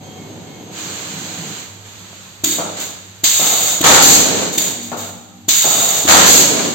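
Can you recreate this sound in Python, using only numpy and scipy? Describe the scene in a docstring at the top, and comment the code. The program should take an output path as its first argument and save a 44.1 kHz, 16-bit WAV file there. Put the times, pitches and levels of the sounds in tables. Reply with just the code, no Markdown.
"""A pneumatic pallet-nailing machine fires two volleys of nail guns, heard from beside its gantry.
Each volley is a dense rattle of blows, loud enough to clip, that rings the steel frame and blows off air.
Valves thump ringing blocks and vent shaped noise; clamps chatter on the boards; a carriage rolls on rails.
At the start a pallet rumbles along a conveyor that soon runs down, over squeaks, motor hum and leaking air.
The loud work fills a hard-walled workshop with a diffuse tail whose treble dies first."""
import sys
import numpy as np
from scipy import signal
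from scipy.fft import rfft, irfft, next_fast_len
from scipy.io import wavfile

SR = 44100
rng = np.random.default_rng(int(sys.argv[2]) if len(sys.argv) > 2 else 0)


def put_to_file(sound):
    """Save the sound as 16-bit audio at rate SR, in the file named by the first command-line argument."""
    columns = np.atleast_2d(sound).T  # one column per channel
    safe = np.clip(columns, -1, 1)
    whole_steps = np.round(safe * 32767)
    wavfile.write(sys.argv[1], SR, whole_steps.astype(np.int16))


N = 297234
TIME = np.arange(N) / SR

# Nail volleys. Each row: start in seconds, level in dB.
VOLLEYS = [(3.826, -2.8), (6.067, -2.5)]
VOLLEY_RISE_S, VOLLEY_HOLD_S, VOLLEY_T60_S, VOLLEY_SAG_DB_PER_S = 0.023, 0.14, 0.51, 18
# Colour of the nail blows. Each row: frequency in Hz, density in dB per Hz.
NAILING = [(25, -33), (70, -13), (160, -3.5), (400, -4), (750, 2), (1400, -0.2), (2300, -5.5), (4000, -3.5),
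           (7000, -4), (12000, -7), (15500, -11)]
# Modes of the steel frame. Each row: frequency in Hz, height in dB, T60 in seconds.
FRAME = [(183.4, -1, 0.89), (293.4, -4, 1.8), (524.7, 4.5, 0.44), (784.4, 8, 0.79), (1010, -19, 0.32),
         (1382, 6, 0.61), (1608, -1, 0.39), (1750, -9, 0.43), (2030, -6, 0.63)]
# The guns blow off as their pistons return, a set delay after each volley starts.
BLOW_OFF_DELAY_S, BLOW_OFF_DB, BLOW_OFF_RISE_S, BLOW_OFF_HOLD_S, BLOW_OFF_T60_S = 0.19, -3.5, 0.0062, 0.13, 0.5
# Colour of the guns' exhaust ports. Each row: frequency in Hz, density in dB per Hz.
GUN_PORT = [(40, -10), (200, 0.5), (1000, -22), (2200, -8), (4000, -0.5), (7000, 2.5), (12000, 1.5),
            (15500, 0)]
# Left-right balance of the guns. Each row: frequency in Hz, left over right in dB.
GUN_BALANCE = [(200, -0.5), (700, 2.5), (1300, 4), (4400, 0), (15000, -4.5)]

# Valve spools slamming over. 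Each row: start in seconds, thump in dB, spit of air in dB.
SPOOLS = [(2.437, -16.5, -7), (3.235, -20.5, -9.5), (3.808, -12, -10.5), (4.576, -18, -5.5),
          (5.482, -19, -8.5), (6.052, -13, -20)]
# Modes of the valve block. Each row: frequency in Hz, height in dB, T60 in seconds.
VALVE_BLOCK = [(196, -13, 0.17), (295, -2.5, 0.077), (335, -6.5, 0.097), (659, -11, 0.082),
               (2290, -32, 0.081), (2430, -25, 0.031), (3920, -19, 0.046)]
# Valves venting nearby. Each row: start in seconds, level in dB, hold in seconds, fade T60 in seconds.
VENTS = [(2.441, -14, 0.095, 0.29), (2.795, -20, 0.019, 0.38), (3.238, -10, 0.48, 0.45),
         (4.523, -20.5, 0.037, 0.24), (4.582, -15, 0.077, 0.41), (4.822, -28.5, 0.029, 0.37),
         (4.966, -26, .056, 0.57), (5.486, -10, 0.49, 0.67)]
VENT_RISE_S, VENT_SAG_DB_PER_S = 0.0073, 6
# Colour of air through the silencer. Each row: frequency in Hz, density in dB per Hz.
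SILENCER = [(60, -27), (300, -17), (1400, -9.5), (2500, -5.5), (3500, -3.5), (5000, -3.5), (6800, -1),
            (8300, 3.5), (12300, -5), (13400, 2), (15500, 0.5)]
# The silencer's cavity singing in the jet. Each row: frequency in Hz, level in dB, width in Hz.
SILENCER_MODES = [(3595, -18, 220), (3786, -17.5, 240), (4645, -20.5, 63), (6276, -23, 25),
                  (6804, -15, 230), (13400, -19, 250), (14400, -12.5, 410)]
# The first, harsher rush through an opening valve: level in dB for a one-second hold, and its fade.
SURGE_DB, SURGE_T60_S = 4.5, 0.18
# Colour of that rush. Each row: frequency in Hz, density in dB per Hz.
SURGE = [(300, -31), (1400, -32), (2400, -4), (3600, 4), (4600, 6), (6000, 5), (15000, -21)]
# A cylinder shuddering as it starts.
# Each row: start in seconds, level in dB, rise in seconds, hold in seconds, fade T60 in seconds.
SHUDDER = [(2.44, -28, 0.0092, 0.065, 0.2)]
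# Left-right balance of the valves. Each row: frequency in Hz, left over right in dB.
VALVE_BALANCE = [(200, 2), (1300, 5), (2400, 2), (7000, -0.5), (15000, -5)]

# Clamps landing on the boards. Each row: start in seconds, level in dB, chatter T60 in seconds.
CLAMPS = [(2.584, -20.5, 0.49), (3.388, -23, 2.96), (4.916, -23.5, 0.62), (5.64, -21, 2.84)]
# Colour of knocked boards. Each row: frequency in Hz, density in dB per Hz.
BOARDS = [(50, -32), (170, -1), (280, -5), (520, -0.5), (760, 2), (1020, -5.5), (1350, -4), (1750, -18.5),
          (4000, -23), (12000, -26)]

# Carriage moves along the gantry. Each row: start in seconds, rolling level in dB, length in seconds.
CARRIAGE_MOVES = [(2.462, -32, 0.37), (3.86, -16.5, 0.56), (4.556, -25, 0.12), (6.087, -16.5, 0.57)]
CARRIAGE_RISE_S, CARRIAGE_COAST_T60_S = 0.065, 0.82
# Colour of wheels on rails. Each row: frequency in Hz, density in dB per Hz.
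ROLLING = [(40, -26), (75, -23), (140, -4), (190, -3.5), (300, -0.5), (620, -3.5), (1000, -11),
           (2200, -14.5), (4000, -12.5), (7000, -13.5), (14000, -21.5)]
# The drive swells up after each volley starts, then fades slowly.
DRIVE_DELAY_S, DRIVE_DB, DRIVE_RISE_S, DRIVE_HOLD_S, DRIVE_T60_S = 0.15, -32.5, 0.35, 0.57, 5
# Tones of the drive. Each row: frequency in Hz, level in dB, width in Hz.
DRIVE_TONES = [(184, -8, 14), (237, -4, 7), (304, -9.5, 10), (790, -13.5, 25)]

# The conveyor is running at the start, stops, and its rollers spin out.
CONVEYOR_DB, CONVEYOR_RUN_S, CONVEYOR_T60_S = -35, 1.486, 1.5
# Colour of the rollers' rumble. Each row: frequency in Hz, density in dB per Hz.
RUMBLE = [(30, -28), (70, -18), (120, -1.5), (190, 0.5), (320, -4), (500, -7), (900, -12), (1300, -24.5),
          (4000, -25), (14000, -74)]
# Tones of the running conveyor. Each row: frequency in Hz, level in dB against its rumble, width in Hz.
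CONVEYOR_TONES = [(316.4, -13.5, 11), (742, -16.5, 22), (6430, -23, 24)]
# A roller groaning harder as the load passes. Each row: start in seconds, level in dB, length in seconds.
GROANS = [(1.07, -41, 0.33), (1.336, -33, 0.23)]
GROAN_DB = -9.5  # steady groan, against the conveyor's running level

# Air released deep in the machine.
# Each row: start in seconds, level in dB, rise in seconds, hold in seconds, fade T60 in seconds.
FAR_VENTS = [(.70, -26.5, 0.094, 0.9, 0.75), (2.76, -27, 0.012, 0.058, 0.78), (4.96, -33, 0.043, 0.1, 0.46)]
# Colour of an open jet. Each row: frequency in Hz, density in dB per Hz.
OPEN_JET = [(60, -27), (300, -8), (1000, 1), (2000, 1), (4000, 3), (7000, 1.5), (8500, -0.5), (12000, -4),
            (15500, -6.5)]

# Rollers squeaking. Each row: start in seconds, length in seconds, frequency in Hz, level in dB.
SQUEAKS = [(0.098, .2, 2180, -52.5), (0.45, 0.19, 2175, -50.5), (.01, 0.28, 3187, -54),
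           (0.39, 0.32, 3187, -57)]
# Light ticks in the mechanism. Each row: start in seconds, level in dB.
TICKS = [(2.13, -27)]

# Motor hum and drive whine. Each row: frequency in Hz, rms level in dB, width in Hz.
HUM = [(101, -44.5, 10.3), (188.3, -50.5, 18), (11960, -56.5, 50)]
# Fittings leaking under pressure. Each row: start in seconds, level in dB, length in seconds.
LEAKS = [(0, -42, 5.0), (1.828, -38.5, 0.43)]
LEAK_RISE_S, LEAK_T60_S = 0.036, 1.0
WORKSHOP_DB = -47.5  # steady floor
# Colour of the floor and the leaks. Each row: frequency in Hz, density in dB per Hz.
WORKSHOP = [(25, -30), (60, 5), (110, 8), (200, 6.5), (450, 2), (1200, 2), (2300, 0.5), (3700, 3),
            (7000, -0.5), (12000, -1), (15500, -12.5)]

HALL_T60_S, HALL_TREBLE_T60_S = 0.99, 0.27
# Likeness of the two channels. Each row: frequency in Hz, likeness from 0 to 1.
LIKENESS = [(40, 0.3), (120, 1), (350, 0.93), (800, 0.39), (1600, 0), (14000, 0)]
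SPREAD_LIKENESS = 0.6  # share of that likeness left to sources spread along the gantry
# Overall colour. Each row: frequency in Hz, gain in dB.
OVERALL_COLOUR = [(15, -28), (70, -1.5), (4550, 0), (4900, -6.5), (5800, -6), (6300, 4), (6800, 5),
                  (7550, 4.5), (7800, -1.5), (8550, -6.5), (8850, -31.5), (11350, -57), (11600, -7),
                  (15700, -6)]
CUTOFF_HZ = 15900


def nail_guns():
    """A row of drivers hammers nails into the wood, the frame rings, and the guns blow off."""
    force = together(swell(s, db, VOLLEY_RISE_S, VOLLEY_HOLD_S, VOLLEY_T60_S, VOLLEY_SAG_DB_PER_S)
                     for s, db in VOLLEYS)
    blows = rattle(force, NAILING, per_s=200, t60=0.06, spread_db=6, likeness=SPREAD_LIKENESS)
    shaken = force * rng.standard_normal((2, N))
    frame = from_db(-57.5) * ring(shaken, FRAME)
    blow_off = together(swell(s + BLOW_OFF_DELAY_S, BLOW_OFF_DB, BLOW_OFF_RISE_S, BLOW_OFF_HOLD_S,
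                              BLOW_OFF_T60_S, sag_db_per_s=2) for s, _ in VOLLEYS)
    exhaust = blow_off * noise(GUN_PORT, likeness=SPREAD_LIKENESS)
    return aim(blows + frame, GUN_BALANCE) + exhaust * pan(-0.55)


def valves():
    """Each spool thumps its block and spits; vented air surges, then rushes through the silencer."""
    knocks, spit = np.zeros(N), np.zeros(N)
    for s, thump_db, spit_db in SPOOLS:
        knocks[round(s * SR)] = from_db(thump_db)
        # a short puff, strongest 7.5 ms after the thump
        spit += from_db(spit_db) * np.exp(-((TIME - s - 0.0075) / 0.0047) ** 2)
    venting = together(swell(s, db, VENT_RISE_S, hold, t60, VENT_SAG_DB_PER_S) for s, db, hold, t60 in VENTS)
    flutter = from_db(0.5 * narrow(0, 50))
    jet = (venting + spit) * flutter
    # the longer a valve vents, the stronger its first surge
    surge = together(hold * swell(s, db + SURGE_DB, VENT_RISE_S, 0.021, SURGE_T60_S)
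                     for s, db, hold, _ in VENTS)
    near = among_beams(noise(SILENCER)[0], echo_db=-7, reach_s=0.004)
    diffuse = noise(SILENCER)
    air = from_db(-4.5) * near + from_db(-2.5) * diffuse + resonant(SILENCER_MODES, likeness=0.048)
    rush = surge * noise(SURGE)
    thumps = ring(knocks, VALVE_BLOCK)
    shudder = flow(SHUDDER, sag_db_per_s=3) * narrow(310, 86)
    return aim(jet * air + rush + thumps + shudder, VALVE_BALANCE)


def clamps():
    """A clamp lands with a knock that dies fast and a chatter on the boards that dies more slowly."""
    force = 0
    for s, db, t60 in CLAMPS:
        knock, chatter = dying(TIME - s, 0.07), dying(TIME - s, t60)
        force = force + from_db(db) * (TIME >= s) * (chatter + knock)
    return rattle(force, BOARDS, per_s=300, t60=0.055, spread_db=7) * pan(4.2)


def carriage():
    """The carriage clatters along its rails and coasts to rest; its drive drones on after each volley."""
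    moving = together(swell(s, db, CARRIAGE_RISE_S, length, CARRIAGE_COAST_T60_S)
                      for s, db, length in CARRIAGE_MOVES)
    wheels = rattle(moving, ROLLING, per_s=200, t60=0.12, spread_db=5, likeness=SPREAD_LIKENESS)
    driven = together(swell(s + DRIVE_DELAY_S, DRIVE_DB, DRIVE_RISE_S, DRIVE_HOLD_S, DRIVE_T60_S)
                      for s, _ in VOLLEYS)
    return wheels * pan(-0.27) + driven * resonant(DRIVE_TONES, likeness=0.94)


def conveyor():
    """Rollers rumble, sing and groan under the pallet, then die away as the conveyor stops."""
    running = from_db(CONVEYOR_DB) * dying(TIME - CONVEYOR_RUN_S, CONVEYOR_T60_S)
    rumble = rattle(running, RUMBLE, per_s=83, t60=0.21, spread_db=3.5)
    singing = running * resonant(CONVEYOR_TONES, likeness=0.72)
    harder = sum(from_db(db) * arch(s, length) for s, db, length in GROANS)
    groan = (from_db(GROAN_DB) * running + harder) * narrow(163.0, 30)
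    return rumble + singing + groan


def far_air():
    """Open jets behind the gantry, made as a diffuse rush that leans right."""
    return flow(FAR_VENTS, sag_db_per_s=3.0) * noise(OPEN_JET) * pan(-3.5)


def small_sounds():
    """Dry rollers squeak as wavering tones in short swells, and the mechanism ticks."""
    squeaks = sum(from_db(db) * arch(s, length) * narrow(hz, 5.8) for s, length, hz, db in SQUEAKS)
    ticks = sum(from_db(db) * (TIME >= s) * dying(TIME - s, 0.012) for s, db in TICKS)
    return squeaks + ticks * noise(BOARDS)


def background():
    """Motors hum and whine, and fittings leak a little air over a steady noise floor."""
    hum = resonant(HUM, likeness=0.7)
    leaks = [swell(s, db, LEAK_RISE_S, length, LEAK_T60_S) for s, db, length in LEAKS]
    hiss = together([from_db(WORKSHOP_DB), *leaks]) * noise(WORKSHOP)
    return hum + hiss * pan(-3)


def among_beams(x, echo_db, reach_s):
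    """A source arrives directly and, on each channel, by ten random reflections off the steel beams."""
    paths = np.zeros((2, SR // 20))
    paths[:, 0] = 1
    for side in paths:
        draws = rng.random((10, 2))
        delays = 1 + (draws[:, 0] * min(reach_s, 1 / 21) * SR).astype(int)
        side[delays] += from_db(echo_db) * (2 * draws[:, 1] - 1)
    paths = paths / np.sqrt(np.sum(paths ** 2, axis=1, keepdims=True))
    return signal.fftconvolve(np.atleast_2d(x), paths, axes=1)[:, :N]


def hall(x):
    """Diffuse reverberation, split at 7 kHz so that the treble dies first."""
    t = TIME[:SR]
    wash = noise([(20, 0), (20000, 0)], size=SR)
    low = signal.sosfilt(signal.butter(2, 7000, fs=SR, output="sos"), wash)
    high = signal.sosfilt(signal.butter(2, 7000, "high", fs=SR, output="sos"), wash)
    # the bands are subtracted because they are in opposite phase at the split
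    tail = low * dying(t, HALL_T60_S) - high * dying(t, HALL_TREBLE_T60_S)
    tail = tail * np.minimum(t / 0.0059, 1)
    return signal.fftconvolve(x, tail / np.sqrt(np.sum(tail ** 2) / 2), axes=1)[:, :N]


def rattle(force, spectrum, per_s, t60, spread_db, likeness=1):
    """Uneven contacts, scaled by the force, each feed a decaying energy that shapes coloured noise."""
    count = int(N / SR * per_s)
    draws = rng.random((count, 2))
    # one contact at a random point in each equal slot of time
    at = ((np.arange(count) + draws[:, 0]) * (N - 1) / count).astype(int)
    contacts = np.zeros(N)
    contacts[at] = from_db(spread_db * draws[:, 1])
    keep = dying(1 / SR, t60) ** 2
    power = (rms_one(contacts) * force) ** 2 + 1e-18
    energy = signal.lfilter([1 - keep], [1, -keep], power)
    return np.sqrt(energy) * noise(spectrum, likeness=likeness)


def ring(drive, modes):
    """Damped modes, each a two-pole resonator ringing at its own height after a unit click."""
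    out = 0
    for hz, db, t60 in modes:
        r, w = dying(1 / SR, t60), 2 * np.pi * hz / SR
        mode = signal.lfilter([0, np.sin(w)], [1, -2 * r * np.cos(w), r * r], drive + 1e-18)
        out = out + from_db(db) * mode
    return out


def resonant(modes, likeness):
    """Stereo noise held in narrow resonances of (Hz, rms dB, width Hz): wavering tones."""
    grid = 2 * next_fast_len(N // 2 + 1)
    bins, power = np.fft.rfftfreq(grid, 1 / SR), 0
    for hz, db, width in modes:
        peak = 1 / (1 + (2 * (bins - hz) / width) ** 2) ** 2
        power = power + from_db(db) ** 2 * peak / peak.mean()
    mid, side = irfft(white(grid) * np.sqrt(power / 2))[:, :N]
    return stereo(mid, side, likeness)


def narrow(hz, width_hz):
    """A wavering tone from narrow-band noise, or at 0 Hz a slow drift; rms 1."""
    grid = 2 * next_fast_len(N // 2 + 1)
    offset = (np.fft.rfftfreq(grid, 1 / SR) - hz) / (width_hz / 2)
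    return rms_one(irfft(rfft(rng.standard_normal(grid)) / (1 + offset ** 2))[:N])


def noise(spectrum, size=N, likeness=1):
    """Diffuse stereo noise, its channels' likeness set by frequency; rms 1."""
    grid = 2 * next_fast_len(size // 2 + 1, True)
    mid, side = white(grid)
    both = stereo(mid, side, likeness * at_hz(LIKENESS, grid))
    return rms_one(irfft(both * from_db(at_hz(spectrum, grid)))[:, :size])


def white(grid):
    """Spectra of two unrelated white noises."""
    return rng.standard_normal((2, grid + 2)).view(complex) * np.sqrt(grid / 2)


def stereo(mid, side, likeness):
    """Mix two unrelated noises into left and right with the given likeness."""
    alike = np.clip(likeness, 0, 1)
    return np.sqrt(1 + alike) * mid + np.sqrt(1 - alike) * np.array([side, -side])


def flow(rows, sag_db_per_s):
    """A valve opens, the pressure sags while it holds, then the line empties."""
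    return together(swell(*row, sag_db_per_s) for row in rows)


def swell(s, db, rise, hold, t60, sag_db_per_s=0):
    """Gain that rises at time s, sags while it holds, then dies away."""
    first, last = np.searchsorted(TIME, [s, s + hold + 2 * t60])
    t, gain = TIME[first:last] - s, np.zeros(N)
    level = from_db(db - sag_db_per_s * np.minimum(t, hold))
    gain[first:last] = level * np.minimum(t / rise, 1) * dying(t - hold, t60)
    return gain


def arch(s, length):
    """Gain that comes and goes in one rounded arch."""
    return np.sin(np.pi * np.clip((TIME - s) / length, 0, 1)) ** 0.5


def dying(t, t60):
    """1 until time 0, then 60 dB down every t60, as far as 600 dB."""
    return np.exp(-np.log(1000) * np.clip(t / t60, 0, 10))


def together(gains):
    """Unrelated sounds add in power."""
    return np.sqrt(sum(gain ** 2 for gain in gains))


def aim(x, balance):
    """Left-right difference that changes with frequency."""
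    left = colour(x[0], [(hz, db / 2) for hz, db in balance])
    right = colour(x[1], [(hz, -db / 2) for hz, db in balance])
    return np.array([left, right])


def pan(db):
    """Channel gains for a left-right difference; positive leans left."""
    return from_db(np.array([[db], [-db]]) / 2)


def colour(x, spectrum):
    """Causal, minimum-phase filter with the given spectrum, built by folding its cepstrum."""
    size = 2 * next_fast_len(x.shape[-1] // 2 + 2048)
    cepstrum = irfft(np.log(from_db(at_hz(spectrum, size))))
    cepstrum[1:size // 2] *= 2
    cepstrum[size // 2 + 1:] = 0
    return irfft(rfft(x, size) * np.exp(rfft(cepstrum)))[..., :x.shape[-1]]


def at_hz(points, size):
    """A table over log frequency, read on an FFT grid."""
    hz, value = np.transpose(points)
    grid_hz = np.fft.rfftfreq(size, 1 / SR) + 1  # 1 Hz up, to keep the log finite
    return np.interp(np.log(grid_hz), np.log(hz), value)


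def from_db(db):
    """Decibels to an amplitude factor."""
    return np.exp(np.asarray(db) * (np.log(10) / 20))


def rms_one(x):
    """Scale to an rms of 1."""
    return x / np.sqrt(np.mean(x ** 2) + 1e-20)


def scene():
    """Guns, clamps and valves also fill the hall; small sounds and background stay free of echoes."""
    blows = among_beams(clamps() + nail_guns(), echo_db=-17, reach_s=0.014)
    rolling = among_beams(conveyor() + carriage() + far_air(), echo_db=-17, reach_s=0.02)
    machine = valves() + blows
    direct = from_db(-0.8) * machine
    reverberant = from_db(-5.5) * hall(machine) * pan(-3.4)
    return direct + reverberant + rolling + small_sounds() + background()


def record(dry):
    """Overall colour: a peak near 7 kHz and a gap from 9 to 11 kHz; peaks clip; the top is cut."""
    clipped = np.clip(colour(dry, OVERALL_COLOUR), -0.95, 0.95)
    return signal.sosfilt(signal.ellip(10, 0.1, 70, CUTOFF_HZ, fs=SR, output="sos"), clipped)


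dry = scene()
out = record(dry)
put_to_file(out)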